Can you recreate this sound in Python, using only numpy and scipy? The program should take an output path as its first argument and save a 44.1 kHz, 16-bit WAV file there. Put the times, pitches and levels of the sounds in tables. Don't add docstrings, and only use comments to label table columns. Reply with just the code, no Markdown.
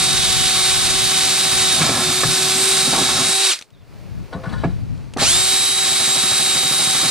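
import sys
import numpy as np
from scipy import signal
from scipy.fft import rfft, irfft
from scipy.io import wavfile
from scipy.ndimage import uniform_filter1d, map_coordinates

SR = 44100
rng = np.random.default_rng(int(sys.argv[2]) if len(sys.argv) > 2 else 0)


def put_to_file(sound):
    columns = np.atleast_2d(sound).T
    safe = np.clip(columns, -1, 1)
    whole_steps = np.round(safe * 32767)
    wavfile.write(sys.argv[1], SR, whole_steps.astype(np.int16))


N = 313110
T = np.arange(N) / SR
SWUNG_ASIDE_S, SECOND_HOLE_S = 1.85, 4.4
SQUEEZE_S = 5.176
HUM_DB_PER_OCTAVE = 48

# [dB per Hz, relative]
SHELL = [(300, -11.5), (600, -14), (1200, -6), (1650, -5.5), (2000, -4.5), (2300, -1.5), (2900, -3.5),
         (4300, 3), (5300, -2), (6500, -2.5), (8500, -0.5), (10000, -3.5), (11500, -5.5), (13000, -12),
         (14500, -12), (15700, -46)]
# [s, before each use shortens it]
PANEL_MODES = [(157, -9, 0.32), (178, -5.5, 0.21), (260, 4.5, 0.071), (362, -1.5, 0.092),
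               (550, -9.5, 0.047), (686, -0.5, 0.07), (803, 3, 0.073), (897, -8.5, 0.15),
               (1105, 7.5, 0.044), (1296, 7.5, 0.054), (1400, -3, 0.05), (1684, 6.5, 0.058),
               (2290, 6, 0.04), (3470, -24.5, .03)]
# pitch_hz [Hz], width_hz [Hz], level_db [dB]
BODY_MODES = [(168, 47, 20), (523, 13, -2.5), (670, 35, -5), (790, 37, -11), (926, 19, -11),
              (1054, 10, -5.5), (1132, 18, -10), (1240, 12, -12), (1464, 45, -7), (1717, 44, -9),
              (2004, 50, -22), (3070, 68, -17), (3420, 150, -13), (3890, 53, -9), (4450, 32, -14),
              (4970, 41, -36), (5570, 32, -24), (7900, 30, -24), (8800, 30, -25.5)]


def undb(db):
    return 10 ** (np.asarray(db) / 20)


def unit(x):
    return x / np.sqrt(np.mean(x ** 2))


def follow(points):
    s, *columns = np.transpose(points)
    return [np.interp(T, s, column) for column in columns]


def colour(x, points):
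    hz, db = np.transpose(points)
    f = np.arange(N // 2 + 1) * SR / N + 1
    gain = undb(np.interp(np.log(f), np.log(hz), db, left=-70))
    return unit(irfft(rfft(x) * gain, N))


def walk(rate):
    k = int(SR / rate)
    steps = np.repeat(rng.standard_normal(N // k + 1), k)
    return unit(uniform_filter1d(uniform_filter1d(steps, k), k)[:N])


def ring(x, hz, t60):
    pole = np.exp(2j * np.pi * hz / SR - np.log(1000) / (t60 * SR))
    return signal.lfilter([1], [1, -pole], x).imag


def passed(x, order, hz, kind="low"):
    return signal.lfilter(*signal.butter(order, hz, kind, fs=SR), x)


def passed_in_phase(x, order, hz, kind="low"):
    return signal.sosfiltfilt(signal.butter(order, hz, kind, fs=SR, output="sos"), x)


def add(out, s, sound, peak_db):
    i = int(s * SR)
    out[i:i + len(sound)] += (sound * undb(peak_db) / np.abs(sound).max())[:N - i]


def burst(ms, size=12000):
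    return rng.standard_normal(size) * np.exp(-np.arange(size) / (ms * SR / 1000))


def near(hz, spot_hz, octaves):
    return np.exp(-.5 * (np.log2(hz / spot_hz) / octaves) ** 2)


def spin():
    release_s, brake_s, spin_up_s = 3.503, .056, .098
    braking = np.exp(-np.maximum(T - release_s, 0) / brake_s)
    braking = uniform_filter1d(braking, size=400)
    run_up = np.tanh((T - SQUEEZE_S) / spin_up_s)
    return np.maximum(braking, run_up) + 1e-4


def gear_clatter(angle, strain):
    strained_rattle_db = -1
    teeth = rng.standard_normal(N) * undb(1.34 * rng.exponential(size=N))
    teeth *= 1 + 0.11 * np.cos(angle)
    wander_db = 0.6 * walk(12) + 1.2 * walk(150)
    return colour(teeth, SHELL) * undb(wander_db + strained_rattle_db * strain)


def rotor_orders(angle, hz, strain, upper_db):
    full_speed_hz, upper_order = 380, 20
    # multiple [-], first_hole_db, swung_aside_db, second_hole_db [dB]
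    orders = [(2, -18, -18, -20), (3, -26, -28, -29), (4, -25, -25, -36), (6, -30, -33, -30),
              (7, -25, -22, -32), (8, -18, -23, -19), (9, -14, -18, -20), (11, -28, -20, -27),
              (12, -30, -22, -28), (13, -32, -24, -23), (14, -20, -15, -18), (15, -26, -23, -26),
              (16, -25, -21, -25), (17, -30, -23, -28), (18, -32, -22, -21), (19, -23, -22, -22),
              (20, -18, -14, -8), (21, -21, -17, -20), (22, -30, -20, -12), (23, -9, -10, -17),
              (24, -16, -15, -9), (25, -17, -23, -26), (26, -19, -24, -17), (28, -24, -27, -18),
              (29, -21, -24, -17), (30, -11, -20, -12)]
    # [dB against the clatter, before the shell]
    strained_orders = [(4.9, -12), (12, -15), (14, -15), (20, -12), (23, -12), (25, -13), (28, -11),
                       (35, -9)]
    shell_hz, shell_db = np.transpose(SHELL)
    octaves = np.log2(hz / full_speed_hz)
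    out = np.zeros(N)
    for k, first, aside, second in orders:
        db = np.select([T < SWUNG_ASIDE_S, T < SECOND_HOLE_S], [first, aside], second) + 1.8 * walk(14)
        if k >= upper_order:
            db = db + upper_db
        db = db + (HUM_DB_PER_OCTAVE / 2 if k < 3 else 2.5) * octaves
        db = db + np.interp(k * hz, shell_hz, shell_db) - np.interp(k * full_speed_hz, shell_hz, shell_db)
        out += undb(db) * np.sqrt(2) * np.sin(k * angle + k * k)
    for k, db in strained_orders:
        level_db = db + 4 * walk(60) + np.interp(k * hz, shell_hz, shell_db)
        out += strain * undb(level_db) * np.sqrt(2) * np.cos(k * angle + k * k)
    return out


def drill(hz, strain, clatter_db, whine_db, hum_db, upper_db):
    wavering_hz = hz * (1 + 0.00084 * walk(40) + 0.000497 * walk(10))
    angle = 2 * np.pi * np.cumsum(wavering_hz) / SR
    clatter = gear_clatter(angle, strain) + rotor_orders(angle, hz, strain, upper_db)
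    whine = undb(whine_db + 0.38 * walk(30)) * np.sin(10 * angle)
    whine *= np.clip((hz - 170) / 130, 0, 1)
    hum = undb(hum_db + 0.94 * walk(26)) * np.sin(angle)
    return undb(clatter_db) * clatter + np.sqrt(2) * (whine + hum)


def vents(clatter_db):
    share = .55
    air = np.array([colour(rng.standard_normal(N), SHELL) for _ in range(2)])
    return undb(clatter_db) * share * air


def bites(hz):
    turns_per_bite, bite_s = 30.4, 5.995
    rest, fade = .22, .35
    chuck = np.cumsum(hz) / SR / turns_per_bite
    since = (chuck - chuck[int(bite_s * SR)]) % 1
    return np.where(T > SECOND_HOLE_S, rest + np.exp(-since / fade), 1)


def drumming(drum_db):
    first_hole_boom_db = 4
    chips = rng.standard_normal(N) * undb(1.2 * walk(30))
    hum = np.zeros(N)
    for hz, db, t60 in PANEL_MODES:
        boom_db = (hz < 200) * (T < SWUNG_ASIDE_S) * first_hole_boom_db
        hum += undb(db + boom_db) * near(hz, 285.0, 2.75) * ring(chips, hz, .5 * t60)
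    return undb(drum_db) * unit(hum)


def wind():
    # [dB, before each port's own level]
    gusts = [(0.0, -33), (0.95, -38), (1.36, -46), (1.66, -40), (1.8, -40), (2.16, -45), (2.27, -36),
             (2.37, -51), (2.61, -55), (2.91, -43), (3.16, -50), (3.24, -43), (3.38, -57), (3.62, -66),
             (3.68, -60), (3.75, -49), (3.85, -51), (3.93, -44), (4.21, -34.5), (4.28, -44), (4.39, -36.5),
             (4.43, -41), (4.5, -27), (4.65, -33.5), (4.8, -31), (4.92, -32), (5.12, -39), (5.26, -34),
             (5.63, -46.5), (6.03, -50), (6.19, -50), (6.76, -51), (7.0, -50)]
    # [dB per Hz, relative]
    rumble = [(12, -59.5), (20, -3.5), (59, -11.5), (119, -6.5), (313, -24), (404, -59), (468, -35),
              (700, -55), (910, -71), (1540, -120)]
    gust = undb(follow(gusts)[0])
    swell = walk(14)
    shared = rng.standard_normal(N)
    ports = []
    for port_db, mix in ((5.5, 1.12), (-3.0, -0.61)):
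        push = colour(rng.standard_normal(N) + mix * shared, rumble)
        ports.append(gust * undb(port_db + 1.0 * walk(16) + 1.9 * swell) * push)
    return np.array(ports)


def outdoor_hiss():
    # start_s [s], level_db [dB for the common part]
    levels = [(3.8, -55), (3.95, -45.5), (4.1, -44), (4.38, -44), (4.5, -42), (4.82, -46), (5.12, -50)]
    # [dB per Hz, relative]
    hiss_colour = [(250, -10), (400, -4), (700, -9.5), (1300, -15), (1800, -17), (2400, -16), (3200, -22.5),
                   (4500, -20.5), (5600, -25), (8000, -30.5), (12000, -29.5), (15500, -15.5)]
    both, left, right = (colour(rng.standard_normal(N), hiss_colour) for _ in range(3))
    return undb(follow(levels)[0] + 1.2 * walk(8.1)) * (both + .5 * np.array([left, right]))


def blow(ms):
    force = burst(ms)
    force[:12] += np.sqrt(ms) * 0.23
    return force


def knocks():
    damping = .42
    # start_s [s], peak_db [dB], spot_hz [favoured pitch, Hz], contact_ms [1 / e decay, ms],
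    # crack_db [dB]
    blows = [(1.805, -13.5, 210, 11, -3), (1.817, -7.5, 1800, 5.4, 15), (1.866, -14.5, 695, 7.1, 18),
             (1.892, -15, 280, 11, 5), (1.893, -6, 2200, 5.2, 30), (1.959, -14, 1291, 78, -10),
             (2.0, -20, 1700, 20, -10), (2.084, -28, 150, 64, -15), (2.233, -12.5, 820, 16, 2),
             (2.235, -6.5, 1500, 9.6, 12), (2.248, -12.5, 149, 20, -12), (2.875, -18, 296, 8.4, 4),
             (2.93, -8.5, 726, 33, 0), (2.95, -18, 1200, 25, 0), (2.977, -12, 800, 18, -1.5),
             (2.985, -18, 275, 45, -5), (3.011, -13.5, 277, 20, -3), (3.088, -14, 1280, 11, 0),
             (4.637, -8, 674, 20, 3), (4.639, -18, 2000, 11, 12), (4.646, -9, 190, 25, -7),
             (5.163, -16.5, 350, 12, -25), (5.167, -16, 660, 19, -25), (5.183, -13.5, 1201, 8, -5),
             (5.218, -11, 680, 22, -3)]
    out = np.zeros(N)
    for s, peak_db, spot_hz, ms, crack_db in blows:
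        force = blow(ms)
        body = sum(undb(db) * near(hz, spot_hz, 0.45) * ring(force, hz, damping * t60)
                   for hz, db, t60 in PANEL_MODES)
        add(out, s, body + undb(crack_db) * passed(force, 2, 2800.), peak_db)
    return out


def panel(drum_db):
    return passed(drumming(drum_db) + knocks(), 2, 110., "high")


def trigger_ticks():
    # start_s [s], peak_db [dB, before port gain], pitch_hz [Hz]
    ticks = [(3.5325, -13, 4054), (3.5897, -23.5, 4690), (3.612, -25, 3470), (3.623, -25, 4070),
             (3.704, -47, 4000), (4.977, -42, 3970), (5.137, -26.5, 3060), (5.172, -21.5, 4200)]
    out = np.zeros(N)
    for s, peak_db, hz in ticks:
        force = burst(3.7)
        rings = 0.57 * ring(force, hz, 0.0015) + 0.2 * ring(force, 5900.0, 0.0018)
        add(out, s, rings + passed(force, 2, [1500., 9500.], "band"), peak_db)
    return out


def bird():
    # start_s [s], pitch_hz [Hz], level_db [dB]
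    chirp = [(3.72, 3900, -80), (3.74, 3750, -63), (3.765, 3400, -62), (3.8, 3650, -61), (3.825, 3360, -63),
             (3.84, 3300, -80)]
    hz, db = follow(chirp)
    sounding = (T > chirp[0][0]) * (T < chirp[-1][0])
    angle = 2 * np.pi * np.cumsum(hz * (1 + 0.05 * walk(700))) / SR
    return undb(db + 4.6 * walk(500)) * sounding * np.sin(angle)


def scrape():
    # [dB of the direct grit, before port gain]
    levels = [(4.318, -75), (4.328, -39), (4.37, -56), (4.42, -58), (4.445, -46), (4.5, -43), (4.55, -51),
              (4.6, -65), (4.64, -38), (4.7, -56), (4.8, -75)]
    # [dB per Hz, relative]
    grit_colour = [(300, -6), (1200, -1), (2200, -2), (4200, -17), (12000, -36)]
    grit = rng.standard_normal(N) * undb(1.8 * rng.exponential(size=N) + 2.5 * walk(90))
    body = unit(sum(undb(db) * np.sqrt(w) * ring(grit, hz, 2.2 / w) for hz, w, db in BODY_MODES[1:11]))
    level_db = np.interp(T, *np.transpose(levels), left=-120, right=-120)
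    return undb(level_db) * (colour(grit, grit_colour) + 1.2 * body)


def drags():
    bright_hz = 2500
    # [level of the rings above bright_hz, dB]
    jolts = [(4.326, -22.5, 990, 16, -10), (4.342, -20.5, 175, 36, -30), (4.352, -26.5, 600, 39, -27),
             (4.434, -25.5, 1140, 23, -12), (4.453, -23, 1020, 17, -17), (4.463, -19.5, 175, 7.7, -30),
             (4.489, -35, 3020, 25, -6), (4.524, -25, 1670, 25, -7.5), (4.528, -24, 160, 11, -30),
             (4.578, -33.5, 1560, 82, -0.5)]
    out = np.zeros(N)
    for s, peak_db, spot_hz, ms, bright_db in jolts:
        force = burst(ms) + 0.69 * burst(3.3)
        force *= np.minimum(np.arange(12000) / 200.0, 1)
        body = 0
        for hz, w, db in BODY_MODES:
            drive = undb(bright_db) if hz > bright_hz else near(hz, spot_hz, 0.68)
            body = body + undb(db) * np.sqrt(w) * drive * ring(force, hz, 1.9 / w)
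        add(out, s, body + 6 * passed(force, 1, 3500.), peak_db)
    return out


def scene():
    # start_s [s], clatter_db, whine_db, hum_db, drum_db, upper_db [dB],
    # for gear clatter, pinion whine, rotor hum, panel drumming and upper orders, before slowing softens them
    boring = [(0, -18.5, -25, -38.5, -30.5, 2), (.45, -17.5, -25.5, -38.5, -33.5, -0.5),
              (.9, -18, -25.5, -37, -32, 0), (1.451, -18, -25.5, -37, -32.5, 0),
              (1.739, -17.5, -22.5, -35, -28, 1), (1.85, -18.5, -28.5, -44, -22.5, -9),
              (1.98, -21.5, -28, -34.5, -24.5, 2), (2.048, -20, -26.5, -31.5, -27.5, -3),
              (2.32, -18, -26, -32, -30.5, -2), (2.5, -18, -27, -30, -30.5, -5),
              (2.599, -18, -31, -29, -30.5, 4), (2.72, -17.5, -24, -29.5, -30, 3),
              (3.0, -19.5, -24.5, -37, -25, 1), (3.2, -18, -25, -35.5, -27, -3),
              (3.3, -18.5, -25.5, -35.5, -28, 3), (3.44, -18.5, -22, -33, -52, 1),
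              (3.5, -18, -21.5, -33, -57, 0), (5.22, -11.5, -10, -40, -14, -13),
              (5.27, -17, -23, -33, -28.5, 3.5), (5.7, -20, -22.5, -41, -35, 2),
              (5.999, -18.5, -24, -40.5, -27, 0.5), (6.3, -19.5, -23, -40.5, -25.5, 2),
              (6.65, -19.5, -22.5, -39.5, -27.5, 1), (7.1, -19, -25.5, -45, -24, 0)]
    # start_s [s], turns_hz [turns per second, before braking and run-up]
    speed = [(0, 378), (.12, 377.3), (.62, 377), (.73, 378.3), (.84, 376.6), (1.0, 379.6), (1.2, 378.3),
             (1.42, 381.6), (1.57, 378), (1.76, 376.3), (1.83, 370), (1.97, 377), (2.05, 366.5),
             (2.31, 376.3), (2.52, 377.5), (2.62, 381.5), (2.72, 383.6), (2.9, 381), (3.1, 379.5),
             (3.21, 379.5), (3.3, 383), (3.43, 388.5), (3.5, 377), (5.22, 384), (5.45, 382), (5.68, 385),
             (6.09, 382.1), (6.2, 382.6), (6.61, 380.5), (7.1, 382.4)]
    # start_s [s], late_s [s]
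    lag = [(1.7, 33e-6), (1.9, 27e-6), (3.3, 26e-6), (5.2, 36e-6)]
    left_treble_db, handling_left_db = -1.3, 2.5
    driven_db_per_octave = 6
    quiet_share, quiet_db_per_octave = 0.79, 12
    strain_share = .12

    clatter_db, whine_db, hum_db, drum_db, upper_db = follow(boring)
    share = spin()
    hz = uniform_filter1d(follow(speed)[0], size=900) * share
    slope = np.where(T > SQUEEZE_S, driven_db_per_octave, quiet_db_per_octave)
    slow_db = slope * np.minimum(np.log2(share / quiet_share), 0)
    clatter_db = clatter_db + slow_db
    hum_db = hum_db + HUM_DB_PER_OCTAVE * np.log2(share)
    strain = np.clip((1 - share) / strain_share, 0, 1)
    tool = drill(hz, strain, clatter_db, whine_db + slow_db, hum_db, upper_db)
    drum_db = drum_db + .5 * slow_db + 20 * np.log10(bites(hz) + 1e-4)
    right = tool + panel(drum_db) + bird()
    left = map_coordinates(right, [np.arange(N) - follow(lag)[0] * SR], order=5)
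    left = left + (undb(left_treble_db) - 1) * passed_in_phase(left, 1, 900., "high")
    handling = (trigger_ticks() + scrape() + drags()) * undb([[handling_left_db], [0]])
    return np.array([left, right]) + handling + vents(clatter_db) + wind() + outdoor_hiss()


def record(dry):
    # start_s [s], level_db [dB]
    common_treble = [(0, -19), (1.7, -12), (2.0, -3.5), (2.6, -4.5), (3.4, -10.5), (5.1, -19), (5.3, -9)]
    top_hz = 15500
    mid, side = (dry[0] + dry[1]) / 2, (dry[0] - dry[1]) / 2
    side = side + 0.79 * passed(side, 1, 300.)
    low = passed_in_phase(mid, 6, 10800.)
    mid = low + undb(follow(common_treble)[0]) * (mid - low)
    wide = passed(np.array([mid + side, mid - side]), 2, 45., "high")
    rounded = np.tanh(1.1 * wide) / 1.05
    return signal.sosfilt(signal.ellip(10, .2, 75, top_hz, fs=SR, output="sos"), rounded)


dry = scene()
out = record(dry)
put_to_file(out)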